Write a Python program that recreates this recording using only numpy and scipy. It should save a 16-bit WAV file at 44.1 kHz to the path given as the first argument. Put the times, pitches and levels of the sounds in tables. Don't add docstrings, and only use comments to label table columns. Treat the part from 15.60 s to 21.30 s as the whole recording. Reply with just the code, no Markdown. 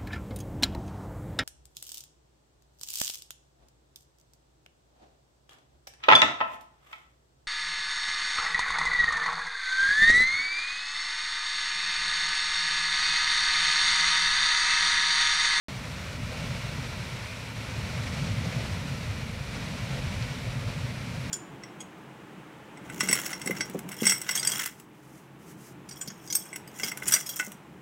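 import sys
import numpy as np
from scipy import signal
from scipy.fft import rfft, irfft
from scipy.io import wavfile
from scipy.ndimage import uniform_filter1d

SR = 44100
rng = np.random.default_rng(int(sys.argv[2]) if len(sys.argv) > 2 else 0)


def master(y):
    cut = np.clip(np.atleast_2d(y).T, -1, 1)
    pcm = np.round(cut * 32767)
    wavfile.write(sys.argv[1], SR, pcm.astype(np.int16))


N = 251370

# time_s, level_db
THROAT_PRESSURE = [(0.1, -38), (0.46, -38), (0.62, -35.5), (0.85, -34), (1.42, -37.5), (1.74, -40),
                   (2.04, -38), (2.18, -34.5), (2.55, -33), (2.9, -32), (3.3, -34.5), (3.9, -36),
                   (4.4, -33.5), (4.6, -34.5), (4.74, -36), (5.26, -34), (5.38, -36), (5.7, -34)]
# pitch_hz, width_hz, level_db
THROAT_MODES = [(53.3, 28, -4.5), (83.6, 26, -2.5), (113.6, 35.7, 0.5), (162.3, 36, -3.5),
                (245.3, 45, -11.5)]
# time_s, pitch_ratio
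THROAT_BEND = [(0.1, 1.0), (1.2, .94), (2.2, 1.05), (2.75, .94), (3.7, .96), (4.3, 1.1), (4.6, 1.02),
               (5.1, 1.01), (5.5, 1.1)]
# peak_s, lift_db, pitch_hz
THUMPS = [(.155, 5.5, 121), (.312, 3, 133.8), (.638, 4, 122.7), (.771, 3.5, 108), (.812, 1.5, 139.4),
          (.915, 5.5, 111), (1.055, 4.5, 121), (1.197, 6, 129), (1.407, 7, 122.8), (1.537, 5, 104.3),
          (1.621, 1.5, 116), (1.988, 5.5, 136.8), (2.189, 3.5, 136), (2.245, 6, 109), (2.387, 5, 120),
          (2.623, 6.5, 132), (2.71, 7, 114), (2.783, 8.5, 113), (2.876, 2.5, 180), (2.975, 5, 125),
          (3.134, 5.5, 108.2), (3.327, 6.5, 124.7), (3.497, 7.5, 106), (3.637, 3, 119), (3.811, 5.5, 134),
          (4.232, 3, 119), (4.303, 3.5, 136), (4.35, 3.5, 145), (4.443, 8.5, 127), (4.485, 5.5, 110.7),
          (4.575, 5, 122), (4.621, 8.5, 122), (4.716, 3, 141), (4.885, 8, 117), (4.975, 7, 123.6),
          (5.075, 8.5, 121), (5.18, 2.5, 131), (5.249, 7, 121.7), (5.581, 5, 126)]
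# time_s, dip_db
LULLS = [(.22, -1), (.725, -5), (1.018, -7), (1.505, -5), (1.59, -2.5), (2.06, -2.5), (2.288, -4.5),
         (2.925, -6), (3.064, -3), (3.361, -2.5), (3.857, -5), (4.18, -6), (4.268, -4), (4.74, -5),
         (5.137, -5)]
# time_s, level_db
STEAM_FLOW = [(0.1, -41), (0.64, -42), (0.8, -39.2), (1.35, -40.5), (1.7, -41.5), (1.88, -42),
              (2.15, -40.5), (2.54, -38), (2.85, -39.5), (3.02, -39.4), (3.38, -40.5), (3.77, -43.5),
              (3.98, -40.5), (4.58, -40), (5.05, -43), (5.22, -42), (5.36, -43.5), (5.7, -42)]
# frequency_hz, level_db
PLUME_COLOUR = [(300, -3), (410, -2.5), (475, -0.5), (610, 2), (780, -4), (1000, -2.5), (1400, -2),
                (1700, -3), (2300, -1), (2800, -4.5), (3150, -9)]
# frequency_hz, level_db
MOUTH_COLOUR = [(1470, -34), (2500, 11.5), (3150, -3.5), (4120, -4), (5030, -8), (5690, -7), (6640, -13.5),
                (7450, -14), (12500, -28), (15700, -38)]
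# peak_s, lift_db
PUFFS = [(.765, 3), (.845, 2), (2.87, 2.5), (2.995, 3.8), (3.055, 3.2), (4.31, 2.7), (4.38, 3), (4.87, 3.5),
         (5.08, 3.5)]
# peak_s, lift_db
RASP_FLARES = [(.77, 5.5), (1.07, 1.5), (1.33, 0), (1.73, 5.5), (2.98, 2)]
# frequency_hz, level_db
SPRAY_COLOUR = [(4000, -20), (7000, -1.5), (9500, -1), (12500, -6), (15700, -12.5)]
# start_s, peak_db
DROPS = [(4.6252, -24)]

THUMP_RISE_S, THUMP_FALL_S = 0.0096, 0.013
TIME_S = np.arange(N) / SR


def throat(pressure_db, low_hz=35, high_hz=282, trim_db=-0.32, duck_db_per_db=0.4):
    modes = sum(from_db(db) * resonance(rng.standard_normal(N), hz, width_hz)
                for hz, width_hz, db in THROAT_MODES)
    sloshing = wander(modes, depth=0.0496, rate_hz=3.94, bend=automation(THROAT_BEND))
    rumble = cut(cut(sloshing, low_hz, "high", order=3), high_hz, "low", order=10)
    lull_db = swells_db(LULLS, rise_s=0.017, fall_s=0.017)
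    churn = steady(rumble, window_s=0.041) * from_db(lull_db)
    duck_db = duck_db_per_db * swells_db(THUMPS, THUMP_RISE_S, THUMP_FALL_S)
    return from_db(pressure_db + trim_db) * (churn * from_db(-duck_db) + thumps())


def thumps(waver_depth=0.14, waver_hz=50.3):
    wavering_s = np.cumsum(1 + waver_depth * drift(waver_hz)) / SR
    out = np.zeros(N)
    for peak_s, lift_db, pitch_hz in THUMPS:
        near = np.abs(TIME_S - peak_s) < .1
        lift = from_db(lift_db * swell(TIME_S[near] - peak_s, THUMP_RISE_S, THUMP_FALL_S))
        envelope = np.sqrt(2 * np.abs(lift ** 2 - lift ** -2))
        phase = rng.uniform(0, 2 * np.pi)
        out[near] += envelope * np.sin(2 * np.pi * pitch_hz * wavering_s[near] + phase)
    return out


def steam_jet(surge_db, pressure_db, low_hz=300, roar_top_hz=800, hiss_top_hz=3100, flutter_db=0.69):
    puff_db = swells_db(PUFFS, rise_s=0.043, fall_s=0.029)
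    roar_db = -47.5 + 0.41 * surge_db + 0.37 * (pressure_db - pressure_db.mean())
    hiss_db = -43.5 + 0.68 * surge_db
    sizzle_db = -46.5 + 0.97 * surge_db + 0.2 * puff_db
    roar = cut(ground_bounce(coloured_noise(PLUME_COLOUR)), [low_hz, roar_top_hz], "band", order=5)
    hiss = cut(ground_bounce(coloured_noise(PLUME_COLOUR)), [roar_top_hz, hiss_top_hz], "band", order=8)
    sizzle = cut(coloured_noise(MOUTH_COLOUR), hiss_top_hz, "high", order=12)
    puff = steady(hollow_noise(pitch_hz=530, width_hz=310), window_s=0.04)
    puff_gain = np.sqrt(np.abs(from_db(puff_db) ** 2 - 1))
    eddies = (from_db(roar_db) * (steady(roar, window_s=0.18) + puff_gain * puff)
              + from_db(hiss_db) * steady(hiss, window_s=0.2)
              + from_db(sizzle_db) * rms_one(sizzle))
    return eddies * from_db(flutter_db * drift(rate_hz=20))


def ground_bounce(x, delay_s=0.002043, echo_db=-17, top_hz=1600):
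    echo = np.interp(TIME_S - delay_s, TIME_S, cut(x, top_hz, "low", order=1))
    return x + from_db(echo_db) * echo


def lip_rasp(surge_db):
    edge = wander(hollow_noise(pitch_hz=2250, width_hz=660), depth=.025, rate_hz=3)
    level_db = -52 + 0.97 * surge_db + swells_db(RASP_FLARES, rise_s=0.089, fall_s=0.054)
    return from_db(level_db) * steady(edge, window_s=0.045)


def close_drop(low_hz=2700, high_hz=5900):
    impacts = np.zeros(N)
    for start_s, peak_db in DROPS:
        impacts[round(start_s * SR)] = from_db(peak_db)
    tick = cut(signal.unit_impulse(SR // 100), [low_hz, high_hz], "band", order=4)
    return np.convolve(impacts, tick / np.abs(tick).max())[:N]


def spray(surge_db):
    return from_db(-60 + 0.25 * surge_db) * rms_one(coloured_noise(SPRAY_COLOUR))


def coloured_noise(colour):
    points_hz, points_db = np.transpose(colour)
    hz = np.fft.rfftfreq(N, 1 / SR) + 1
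    gain = from_db(np.interp(np.log(hz), np.log(points_hz), points_db))
    return irfft(rfft(rng.standard_normal(N)) * gain, N)


def hollow_noise(pitch_hz, width_hz):
    return resonance(resonance(rng.standard_normal(N), pitch_hz, width_hz), pitch_hz, width_hz)


def resonance(x, hz, width_hz):
    radius = np.exp(-np.pi * width_hz / SR)
    feedback = [1, -2 * radius * np.cos(2 * np.pi * hz / SR), radius ** 2]
    return signal.lfilter(np.array([1, 0, -1]) * (1 - radius ** 2) / 2, feedback, x)


def cut(x, hz, kind, order):
    return signal.sosfilt(signal.butter(order, hz, kind, fs=SR, output="sos"), x)


def wander(x, depth, rate_hz, bend=1):
    position = np.cumsum(bend + depth * drift(rate_hz))
    return np.interp(position * N / position[-1], np.arange(N), x)


def drift(rate_hz):
    hz = np.fft.rfftfreq(N, 1 / SR)
    return rms_one(irfft(rfft(rng.standard_normal(N)) / (1 + (hz / rate_hz) ** 2), N))


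def steady(x, window_s):
    size = int(window_s * SR)
    power = uniform_filter1d(uniform_filter1d(x ** 2, size), size)
    return x / np.sqrt(np.abs(power) + 1e-20)


def swell(from_peak_s, rise_s, fall_s):
    return np.exp(-(from_peak_s / np.where(from_peak_s < 0, rise_s, fall_s)) ** 2)


def swells_db(events, rise_s, fall_s):
    return sum(db * swell(TIME_S - peak_s, rise_s, fall_s) for peak_s, db, *_ in events)


def automation(points):
    return np.interp(TIME_S, *np.transpose(points))


def from_db(db):
    return 10 ** (db / 20)


def rms_one(x):
    return x / np.sqrt(np.mean(x ** 2) + 1e-20)


def scene():
    pressure_db, flow_db = automation(THROAT_PRESSURE), automation(STEAM_FLOW)
    surge_db = flow_db - flow_db.mean()
    rumble = throat(pressure_db)
    steam = steam_jet(surge_db, pressure_db) + lip_rasp(surge_db)
    geyser = rumble + steam + close_drop() + spray(surge_db)
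    return np.stack([geyser, geyser])


def record(dry, start_s=.084, top_hz=15700):
    low_pass = signal.ellip(12, .1, 80, top_hz, fs=SR, output="sos")
    return signal.sosfilt(low_pass, dry * (TIME_S >= start_s))


dry = scene()
out = record(dry)
master(out)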